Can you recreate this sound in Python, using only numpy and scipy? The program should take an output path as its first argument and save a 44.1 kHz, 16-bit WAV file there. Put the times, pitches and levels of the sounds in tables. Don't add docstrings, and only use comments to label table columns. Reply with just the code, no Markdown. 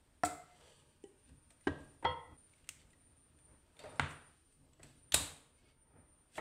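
import sys
import numpy as np
from scipy import signal
from scipy.fft import rfft, irfft, next_fast_len
from scipy.io import wavfile
from scipy.ndimage import uniform_filter1d, map_coordinates

SR = 44100
rng = np.random.default_rng(int(sys.argv[2]) if len(sys.argv) > 2 else 0)


def store_wav(level_fs):
    pcm = np.round(np.clip(np.atleast_2d(level_fs), -1, 1) * 32767)
    wavfile.write(sys.argv[1], SR, pcm.T.astype(np.int16))


def to_linear_factor(level_db):
    exponent = np.asarray(level_db, float) / 20
    return 10 ** exponent


N = 282355
TIME = np.arange(N) / SR
SCENE_CHANGE_S = 2.373
ONSET_DELAY_S = 0.002

# start in seconds, peak in dB, t60 of the cracking in seconds, ringing in dB, room in dB.
CONTACTS = [
    (0.2326, -14, 0.02, -24.5, -8),
    (0.245, -25, 0.069, -17, -3.5),
    (1.037, -33.5, 0.016, -12.5, -8),
    (1.668, -16.5, 0.046, -19.5, -8),
    (2.0471, -12.5, 0.031, -20.5, -7),
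    (5.1395, -6.5, 0.028, -35.5, -5),
    (6.377, -25, 0.051, -18, 1),
    (2.6882, -24, 0.015, -20, -9.5),
    (3.9944, -10, 0.013, -20, -4),
    (5.119, -21.5, 0.021, -22, -2),
]
# frequency in Hz, level in dB per Hz.
SHUT_COLOURS = [
    [(35, -33), (60, -15.5), (300, -3.5), (560, -8), (767, 3.5), (1010, -4), (1380, -1), (2900, -26.5),
     (3580, -24.5), (5720, -19.5), (6140, -40), (8510, -23), (16000, -53.5)],
    [(1180, -45), (2000, -4), (2620, -11.5), (2860, -18), (3400, -11), (6250, -13), (7700, 1.5),
     (11500, -16.5), (14500, -21.5), (16000, -17.5)],
    [(35, -52.5), (60, -26), (398, 4.5), (666, -19), (822, -31), (1220, -46), (1860, -33), (2250, -31),
     (2970, -23.5), (4640, -41), (8120, -16.5), (16000, -72)],
    [(35, -29.5), (60, -28), (323, 4.5), (560, -3.5), (803, -6.5), (1310, -10), (1440, -21.5),
     (1620, -11.5), (2140, -22), (2970, -17.5), (5090, -34), (9130, -37.5), (16000, -72)],
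    [(35, -46.5), (70, -16), (308, -28), (469, -33.5), (924, 6), (1170, -14.5), (1310, -2), (1740, -36),
     (1910, -1), (2900, -50.5), (3340, -15), (3670, -34), (4320, -33.5), (16000, -79.5)],
]
# frequency in Hz, level in dB per Hz.
TORN_COLOURS = [
    [(35, -28.5), (60, 6.5), (202, -5.5), (274, 5.5), (363, -8.5), (437, 0.5), (515, -0.5), (760, -2),
     (1110, 0), (1660, -3.5), (1820, -5), (3760, 0.5), (5720, -8), (8120, 6), (16000, -18.5)],
    [(35, -58), (60, -10), (553, 4), (1280, -5.5), (1550, -14.5), (1910, 0.5), (2520, -18.5), (3940, -18),
     (4320, -36.5), (8710, -29), (16000, -51.5)],
    [(100, -20), (600, -24), (957, -23.5), (1470, -10.5), (1700, -13), (1960, -3), (4650, -14),
     (8500, -1.5), (11500, -22), (14900, -20), (16000, -25.5)],
    [(35, -31.5), (60, -19.5), (142, -2.5), (189, -24), (238, -8.5), (380, -17), (760, -14.5), (1470, -9.5),
     (2100, -14.5), (3670, -21), (5210, -37.5), (9130, -32.5), (16000, -91)],
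    [(350, -48.5), (600, -16.5), (3390, -1), (3680, 2.5), (4160, -5.5), (4460, -2), (5480, -17.5),
     (6290, -4.5), (10000, -12), (16000, -30)],
]
# frequency in Hz, level in dB, t60 in seconds.
SHUT_PARTIALS = [
    [(299.0, -1.5, 0.26)] + [(741, 19.0, 0.04), (715, 3.5, 0.39), (450, -4, 0.25), (2062, -16.5, 0.72), (2610, -13, 0.14), (1297, -17.0, 0.096), (1329, 8.0, 0.073)],
    [],
    [(397, -6, 0.15), (796, -13.5, 0.098), (1930, -19.5, 0.072), (3020, -17, 0.13)],
    [(283.8, 6.5, 0.17), (328, 12.5, 0.014), (630, 0.5, 0.12), (1576, 2, 0.05), (1653, -1.5, 0.073), (1880, -3.5, 0.08)],
    [(82.5, -14.5, 0.5)] + [(470, -20.5, 0.8), (499.7, -5, 0.28), (820, -11.5, 0.075), (936, -7.0, 0.5), (1051, -4, 0.37), (1301, -4.5, 0.19), (1980, -21.5, 0.5), (1987, 2.5, 0.06), (2114, -10.0, 0.083), (2706, -20.0, 0.26), (2869, -21.5, 0.25), (3266, -2.5, 0.18), (4312, -17.5, 0.18), (5270, -30.5, 0.2)],
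]
# frequency in Hz, level in dB, t60 in seconds.
TORN_PARTIALS = [
    [(3430, 0, 0.084), (3780, 11, 0.15), (4040, -2, 0.35)] + [(5060, -6, 0.15), (7100, 3, 0.15), (7503, -2.5, 0.15), (7900, 8, 0.085), (8285, -6, 0.31)],
    [(444, 17, 0.0052), (894, -1, 0.057), (1280, -7.5, 0.11), (1922, -16, 0.024)],
    [],
    [],
    [(3570, -4, 0.083)],
]


def snaps():
    track, t = np.zeros(N + SR), np.arange(SR * 3 // 4) / SR
    contacts = zip(CONTACTS, SHUT_COLOURS + TORN_COLOURS, SHUT_PARTIALS + TORN_PARTIALS)
    for (s, db, t60, ring_db, room_db), colour, modes in contacts:
        run, blow = struck(colour, t60, size=len(t))
        ring = to_linear_factor(ring_db) * ringing(modes, t, 0.0014)
        room = to_linear_factor(room_db) * echo(blow + 0.61 * ring)
        cracking = run + blow * (0.011 / t60) ** 2
        add(track, s + ONSET_DELAY_S, to_linear_factor(db) * (cracking + ring + room))
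    return track[:N]


# start in seconds, level in dB.
BOARD_JOLTS = [
    (0.234, -50),
    (1.668, -40.5),
    (2.048, -45),
    (2.687, -60.5),
    (3.994, -38),
    (5.122, -43.5),
    (5.14, -40),
    (6.378, -46.5),
]
# frequency in Hz, level in dB, t60 in seconds.
ROOM_MODES = [(83.3, 0, 0.39), (145.8, -4.5, 0.49), (289, -10, 0.42)]


def jolts():
    track, t = np.zeros(N + SR), np.arange(SR * 3 // 4) / SR
    for s, db in BOARD_JOLTS:
        add(track, s + ONSET_DELAY_S, to_linear_factor(db) * ringing(ROOM_MODES, t, 0.017))
    return track[:N]


# start in seconds, peak in dB, dull part in dB, pitch in Hz.
SMALL_CONTACTS = [(0.6094, -54.5, -2.5, 3280), (1.2903, -57, 1, 8130), (1.504, -49, -6.5, 8220),
                  (1.6086, -57.5, -24, 2020), (1.8094, -61.5, 4, 2970), (2.025, -55, 15.5, 1900),
                  (2.0435, -47.5, 26, 3100), (2.4938, -62, -33, 8000), (2.5351, -55, -28, 2250),
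                  (2.5797, -63, -29, 2120), (2.6424, -57, -22, 2860), (2.672, -56, -10.5, 2100),
                  (2.815, -55, -14.5, 2200), (2.9039, -58.5, -15, 7650), (2.9307, -56.5, -17, 2030),
                  (3.3874, -56, -27, 8500), (3.7669, -54, -13.5, 3550), (3.791, -41, -12.5, 3650),
                  (3.8374, -48.5, 12.5, 2150), (3.8566, -53.5, 7, 1900), (3.801, -48.5, -11.5, 4500),
                  (3.9566, -51.5, 0, 7600), (4.105, -48.5, -6.5, 7200), (4.5234, -59, -12.5, 8200),
                  (4.7322, -55.5, -21, 7800), (4.7952, -60, 13, 1983), (4.8306, -40, -11.5, 8010),
                  (4.014, -44, -9, 4300), (5.138, -31.5, -17, 7000), (6.345, -53.5, -8.5, 2540),
                  (6.3546, -44, -5, 3350), (6.372, -44, 3, 2640)]
# frequency in Hz, level in dB per Hz.
TICK_COLOUR = [(710, -46), (1200, -9), (2480, -1), (3180, -5), (3620, -4), (4000, -5), (5530, -15),
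               (8080, -2), (12100, -22), (15000, -24.5), (16000, -30.5)]
# frequency in Hz, level in dB per Hz.
KNOCK_COLOUR = [(59, -25), (100, 0.5), (210, -6.5), (652, 4), (988, -11), (1290, -9), (1770, -9),
                (3020, -26), (3500, -25), (4550, -50.5), (7700, -120)]


def ticks():
    track, t = np.zeros(N + SR), np.arange(SR // 3) / SR
    for s, db, dull_db, hz in SMALL_CONTACTS:
        note = 0.32 * ringing([(hz, 0, 0.045)], t, 0.00073)
        bright = np.array(struck(TICK_COLOUR, 0.025, size=len(t))) + note
        dull = np.array(struck(KNOCK_COLOUR, 0.076, size=len(t)))
        run, blow = bright + to_linear_factor(dull_db) * dull
        add(track, s, to_linear_factor(db - 0.5) * (run + to_linear_factor(-9.0) * echo(blow)))
    return track[:N]


# start in seconds, level in dB, frequency in Hz, t60 in seconds.
PUSHES = [(2.025, -45.5, 920, .08), (2.025, -50, 330, .08), (2.669, -68, 2100, .04),
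          (2.931, -62, 1900, .04), (3.792, -54, 589, .1), (3.834, -52, 584, .08), (3.833, -62.5, 4700, .05),
          (3.8555, -42, 590, 0.13), (3.857, -66, 3650, .25), (3.93, -52.5, 600, .1),
          (3.97, -65.5, 5300, .08), (4.799, -60.5, 1900, .05), (5.581, -75, 2200, .15),
          (5.649, -74, 2200, 0.25), (5.65, -78, 2850, .25)]


def pings():
    track, t = np.zeros(N + SR), np.arange(SR // 3) / SR
    for s, db, hz, t60 in PUSHES:
        note = ringing([(hz, db, t60)], t, 0.0035)
        add(track, s, note + to_linear_factor(-8.5) * echo(note))
    return track[:N]


# strongest moment, rise and fall in seconds, board rumble in dB, tin body in dB.
TIN_SHIFTS = [(0.66, .2, .3, -75, -66.5), (1.14, 0.078, .1, -88, -83.5), (1.32, 0.09, 0.12, -66, -90),
              (1.81, 0.08, 0.18, -59.5, -73), (2.33, 0.078, 0.057, -59.5, -68.5),
              (2.84, 0.25, 0.28, -70.5, -85), (3.54, 0.15, 0.066, -65, -74), (3.86, 0.07, 0.26, -60.5, -61),
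              (3.8, 0.0083, .15, -64, -70), (3.94, 0.18, 0.17, -74, -62), (4.63, 0.08, .15, -62, -79),
              (4.83, 0.031, 0.16, -55.5, -71.5), (5.67, .1, 0.11, -67.5, -80),
              (5.97, 0.12, 0.14, -66.5, -70)]
# strongest moment, rise and fall in seconds, rub in dB, fizz in dB.
SKIN_RUBS = [(0.66, .3, 0.33, -73, -73), (1.28, 0.1, 0.095, -81.5, -86.5), (1.52, 0.027, 0.028, -83, -71),
             (1.64, 0.017, 0.15, -76, -76), (1.81, 0.072, 0.26, -79.5, -74.5),
             (2.6, 0.25, 0.19, -83.5, -83.5), (2.8, 0.071, 0.081, -85, -88),
             (3.795, 0.0092, 0.22, -65, -70), (3.93, 0.28, 0.84, -77, -78), (4.11, .03, 0.059, -76.5, -60),
             (4.84, 0.033, 0.19, -69.5, -67), (5.59, 0.062, 0.07, -78, -75.5),
             (5.69, 0.12, 0.079, -74, -76), (6.375, 0.047, 0.027, -57.5, -52.5)]
# rumble, body, rub and fizz, in dB.
RESTING_HAND_DB = [-78, -81.5, -88.5, -84]
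# frequency in Hz, level in dB per Hz.
RUMBLE_COLOUR = [(12, -52.5), (20, -21.5), (76, 3.5), (113, -7), (150, 0), (193, -24), (236, -7.5),
                 (319, -11), (400, -27), (520, -37.5), (880, -120)]
# frequency in Hz, level in dB per Hz.
BODY_COLOUR = [(120, -37.5), (200, -10), (433, -5), (471, -1.5), (582, -12), (667, -12.5), (711, -8.5),
               (807, -8), (2500, -18), (3250, -57), (5500, -120)]
# frequency in Hz, level in dB per Hz.
RUB_COLOUR = [(940, -33.5), (1600, 4), (1760, -1), (2220, -7), (2380, -9), (2500, 2), (3200, -9.5),
              (4140, -2), (4600, -9.5), (5080, -12), (5850, -12), (6500, -14.5), (8450, -45.5),
              (14300, -120)]
# frequency in Hz, level in dB per Hz.
FIZZ_COLOUR = [(3240, -33.5), (5500, -4.5), (5860, -7.5), (6670, -8), (7450, -2.5), (8480, 2), (9440, -6),
               (12200, -16.5), (14600, -16.5), (15500, -29.5), (16000, -31)]
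# frequency in Hz, width in Hz, level in dB.
WALL_PEAKS = [(617, 51, 9.5), (909, 37, 0.5), (1252, 28, 2.5)]
# frequency in Hz, width in Hz, level in dB.
LID_PEAKS = [(2200, 190, 5.5), (3200, 710, 11), (4660, 390, 11), (5960, 89, 9.5)]


def hands():
    hold = to_linear_factor(RESTING_HAND_DB)[:, None]
    late_drop = to_linear_factor(-16.5 * (TIME > 5))
    rumble_gain, body_gain = hold[:2] + swells(TIN_SHIFTS)
    rub_gain, fizz_gain = hold[2:] * late_drop + swells(SKIN_RUBS)
    grip = wobble(25)
    rumble = rumble_gain * to_linear_factor(2.5 * wobble(14)) * noise(RUMBLE_COLOUR, size=N)
    body_grip = to_linear_factor(0.82 * grip + 0.35 * wobble(90))
    body = body_gain * body_grip * sings(noise(BODY_COLOUR, size=N), WALL_PEAKS)
    rub_grip = to_linear_factor(0.94 * grip + 0.48 * wobble(320))
    rub = rub_gain * rub_grip * sings(noise(RUB_COLOUR, size=N), LID_PEAKS)
    fizz_grip = to_linear_factor(-3.5 + 0.69 * grip + 1.5 * wobble(280))
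    fizz = fizz_gain * fizz_grip * noise(FIZZ_COLOUR, size=N)
    return rumble + body + rub + fizz


# strongest moment, rise and fall in seconds, low bands in dB, high bands in dB.
RIM_DRAGS = [
    (.7, 0.33, 0.27, -71, -72),
    (2.81, 0.055, 0.041, -74, -79.5),
    (5.7, 0.092, .05, -80.5, -86),
]
# frequency in Hz, level in dB per Hz.
RIM_LOW_COLOUR = [(2300, -29), (2800, -6), (3200, 0.5), (3600, -6), (4000, -16.5), (4550, -3),
                  (5000, -17.5), (5500, -40)]
# frequency in Hz, level in dB per Hz.
RIM_HIGH_COLOUR = [(5200, -39), (5600, -12.5), (5850, 0), (6200, -12), (7000, -9), (7800, 0), (9500, -8),
                   (13000, -39)]


def drags():
    grain = to_linear_factor(1.5 * wobble(60) + 1.3 * wobble(400))
    low, high = swells(RIM_DRAGS) * grain
    return low * noise(RIM_LOW_COLOUR, size=N) + high * noise(RIM_HIGH_COLOUR, size=N)


# time in seconds, offset in Hz, level in dB.
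WHINE_PATH = [(0, 3, -85.5), (0.7, 0, -81.5), (1.3, -5.5, -76.5), (2.36, 9.5, -77.5), (2.39, -62.5, -65.5),
              (2.7, 60.5, -87), (3.1, -32.5, -73), (3.55, 5.5, -73.5), (3.66, 22.5, -83), (3.86, 13, -71.5),
              (4.3, -18, -74.5), (4.6, 39, -79.5), (4.8, 33.5, -93), (4.98, 5, -72), (5.53, 7, -73),
              (5.62, 12.5, -82), (6.1, 4, -74.5), (6.4, 10, -81.5)]


def whine():
    offset_hz, db = curves(WHINE_PATH)
    phase = 2 * np.pi * np.cumsum(9100 + offset_hz + 4 * wobble(40)) / SR
    return to_linear_factor(db + 4.0 + 2.2 * wobble(22) + 2.9 * wobble(70)) * np.sin(phase)


# frequency in Hz, level in dB per Hz.
REST_COLOUR = [(12, -35), (20, 4), (65, 0), (216, -7.5), (285, -6.5), (738, -20), (1570, -19), (2080, -22),
               (3250, -22.5), (6180, -31.5), (7950, -28.5), (8890, -21.5), (9950, -34), (16000, -35.5)]


def room_hum():
    return to_linear_factor(-73) * noise(REST_COLOUR, size=N)


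# frequency in Hz, t60 in seconds.
KITCHEN_T60 = [(100, 0.45), (500, 0.6), (2000, 0.54), (6000, 0.46), (12000, 0.4)]


def echo(x):
    hz, t, z = signal.stft(rng.standard_normal(SR * 3 // 4), SR, nperseg=256)
    decay = to_linear_factor(-60 * t / along(KITCHEN_T60, hz)[:, None])
    tail = signal.istft(z * decay, SR, nperseg=256)[1]
    tail = tail * (1 - np.exp(-np.arange(len(tail)) / SR / 0.0023))
    return signal.fftconvolve(x, tail / np.linalg.norm(tail))[:len(x)]


def struck(spectrum, t60, size):
    m = next_fast_len(size)
    gain = to_linear_factor(along(spectrum, np.fft.rfftfreq(m, 1 / SR)))
    cepstrum = irfft(np.log(gain + 1e-6), m)
    cepstrum[1:m // 2] *= 2
    cepstrum[m // 2 + 1:] = 0
    colour = np.exp(rfft(cepstrum))
    shape = fade(np.arange(m) / SR, t60, 0.049 * t60)
    run = irfft(colour * rfft(shape * rng.standard_normal(m)), m)[:size]
    blow = irfft(colour, m)[:size]
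    energy = 0.5 * np.linalg.norm(shape)
    return energy * run / np.linalg.norm(run), energy * blow / np.linalg.norm(blow)


def ringing(modes, t, rise):
    total = np.zeros(len(t))
    for hz, db, t60 in modes:
        steps = 0.03 * uniform_filter1d(rng.standard_normal(len(t)), size=64)
        drift = np.cumsum(steps) * (hz / 1500) ** 0.5
        slow = uniform_filter1d(uniform_filter1d(steps / 0.022, size=900), size=500)
        beat_db = 105 * slow * np.minimum(t / 0.013, 1)
        total += to_linear_factor(db + beat_db) * fade(t, min(t60, 0.9), rise) * np.sin(2 * np.pi * hz * t + drift)
    return total


def sings(x, peaks):
    m = next_fast_len(N)
    f = np.fft.rfftfreq(m, 1 / SR)
    response = 1
    for centre, width, db in peaks:
        damping = 1j * f * width
        response = response + to_linear_factor(db) * damping / (centre ** 2 - f ** 2 + damping)
    return unit(irfft(rfft(x, m) * response, m)[:N])


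def swells(rows):
    gains = np.zeros((2, N))
    for s, rise, fall, a_db, b_db in rows:
        away = np.maximum((s - TIME) / rise, (TIME - s) / fall)
        gains += to_linear_factor(np.array([[a_db], [b_db]]) - 20 * away)
    return gains


def fade(t, t60, rise):
    return to_linear_factor(-60 * t / max(t60, 0.003)) * (1 - np.exp(-t / max(rise, 1e-4)))


def noise(spectrum, size):
    m = next_fast_len(size + 4096)
    gain = to_linear_factor(along(spectrum, np.fft.rfftfreq(m, 1 / SR)))
    return unit(irfft(rfft(rng.standard_normal(m)) * gain, m)[:size])


def wobble(rate):
    knots = rng.standard_normal(int(N * rate / SR) + 4)
    return map_coordinates(knots, [np.arange(N) * rate / SR])


def curves(rows):
    s, *columns = np.transpose(rows)
    return [np.interp(TIME, s, column) for column in columns]


def along(points, hz):
    f, v = np.transpose(points)
    return np.interp(np.log(hz + 1), np.log(f + 1), v)


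def unit(x):
    return x / np.sqrt(np.mean(x ** 2) + 1e-20)


def add(track, s, x):
    if s < SCENE_CHANGE_S:
        x = x[:round((SCENE_CHANGE_S - s) * SR)]
    track[round(s * SR):][:len(x)] += x


def scene():
    tin = snaps() + jolts() + ticks() + pings()
    fingers = hands() + drags()
    return (tin + fingers + whine() + room_hum())[None]


def hushed(x):
    memory_s, glance_s, late_s = 0.3, 0.047, 0.35
    hop = 256
    z = signal.stft(x, nperseg=1024, noverlap=768)[2]
    level_db = 20 * np.log10(np.abs(z) + 1e-7)
    level_db = level_db - np.percentile(level_db, 40, axis=-1, keepdims=True)

    def mean(seconds):
        share = hop / SR / seconds
        return signal.lfilter([share], [1, share - 1], level_db)

    late = round(late_s * SR / hop)
    learnt = np.pad(mean(memory_s), ((0, 0), (0, 0), (late, 0)))[..., :-late]
    over_db = learnt - mean(glance_s)
    line_db = np.clip(2.2 * (learnt - uniform_filter1d(learnt, size=15, axis=1)), 0, 14)
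    line_db = line_db * np.clip(over_db / 6, 0, 1)
    cut_db = np.clip(0.37 * (over_db - 7), 0, 5) + line_db
    return signal.istft(z * to_linear_factor(-cut_db), nperseg=1024, noverlap=768)[1][..., :x.shape[-1]]


def roll_off(x):
    return signal.sosfilt(signal.butter(12, 16440, fs=SR, output="sos"), x)


def record(dry):
    shots = np.split(dry, [round(SCENE_CHANGE_S * SR)], axis=1)
    quiet = np.hstack([hushed(shot) for shot in shots])
    band_limit = 1 / (1 + (np.fft.rfftfreq(N, 1 / SR) / 15650) ** 80)
    heard = irfft(rfft(quiet) * band_limit, N)
    dip = np.clip(np.abs(TIME - SCENE_CHANGE_S) / 0.004, 0, 1)
    return roll_off(heard * dip)


dry = scene()
out = record(dry)
store_wav(out)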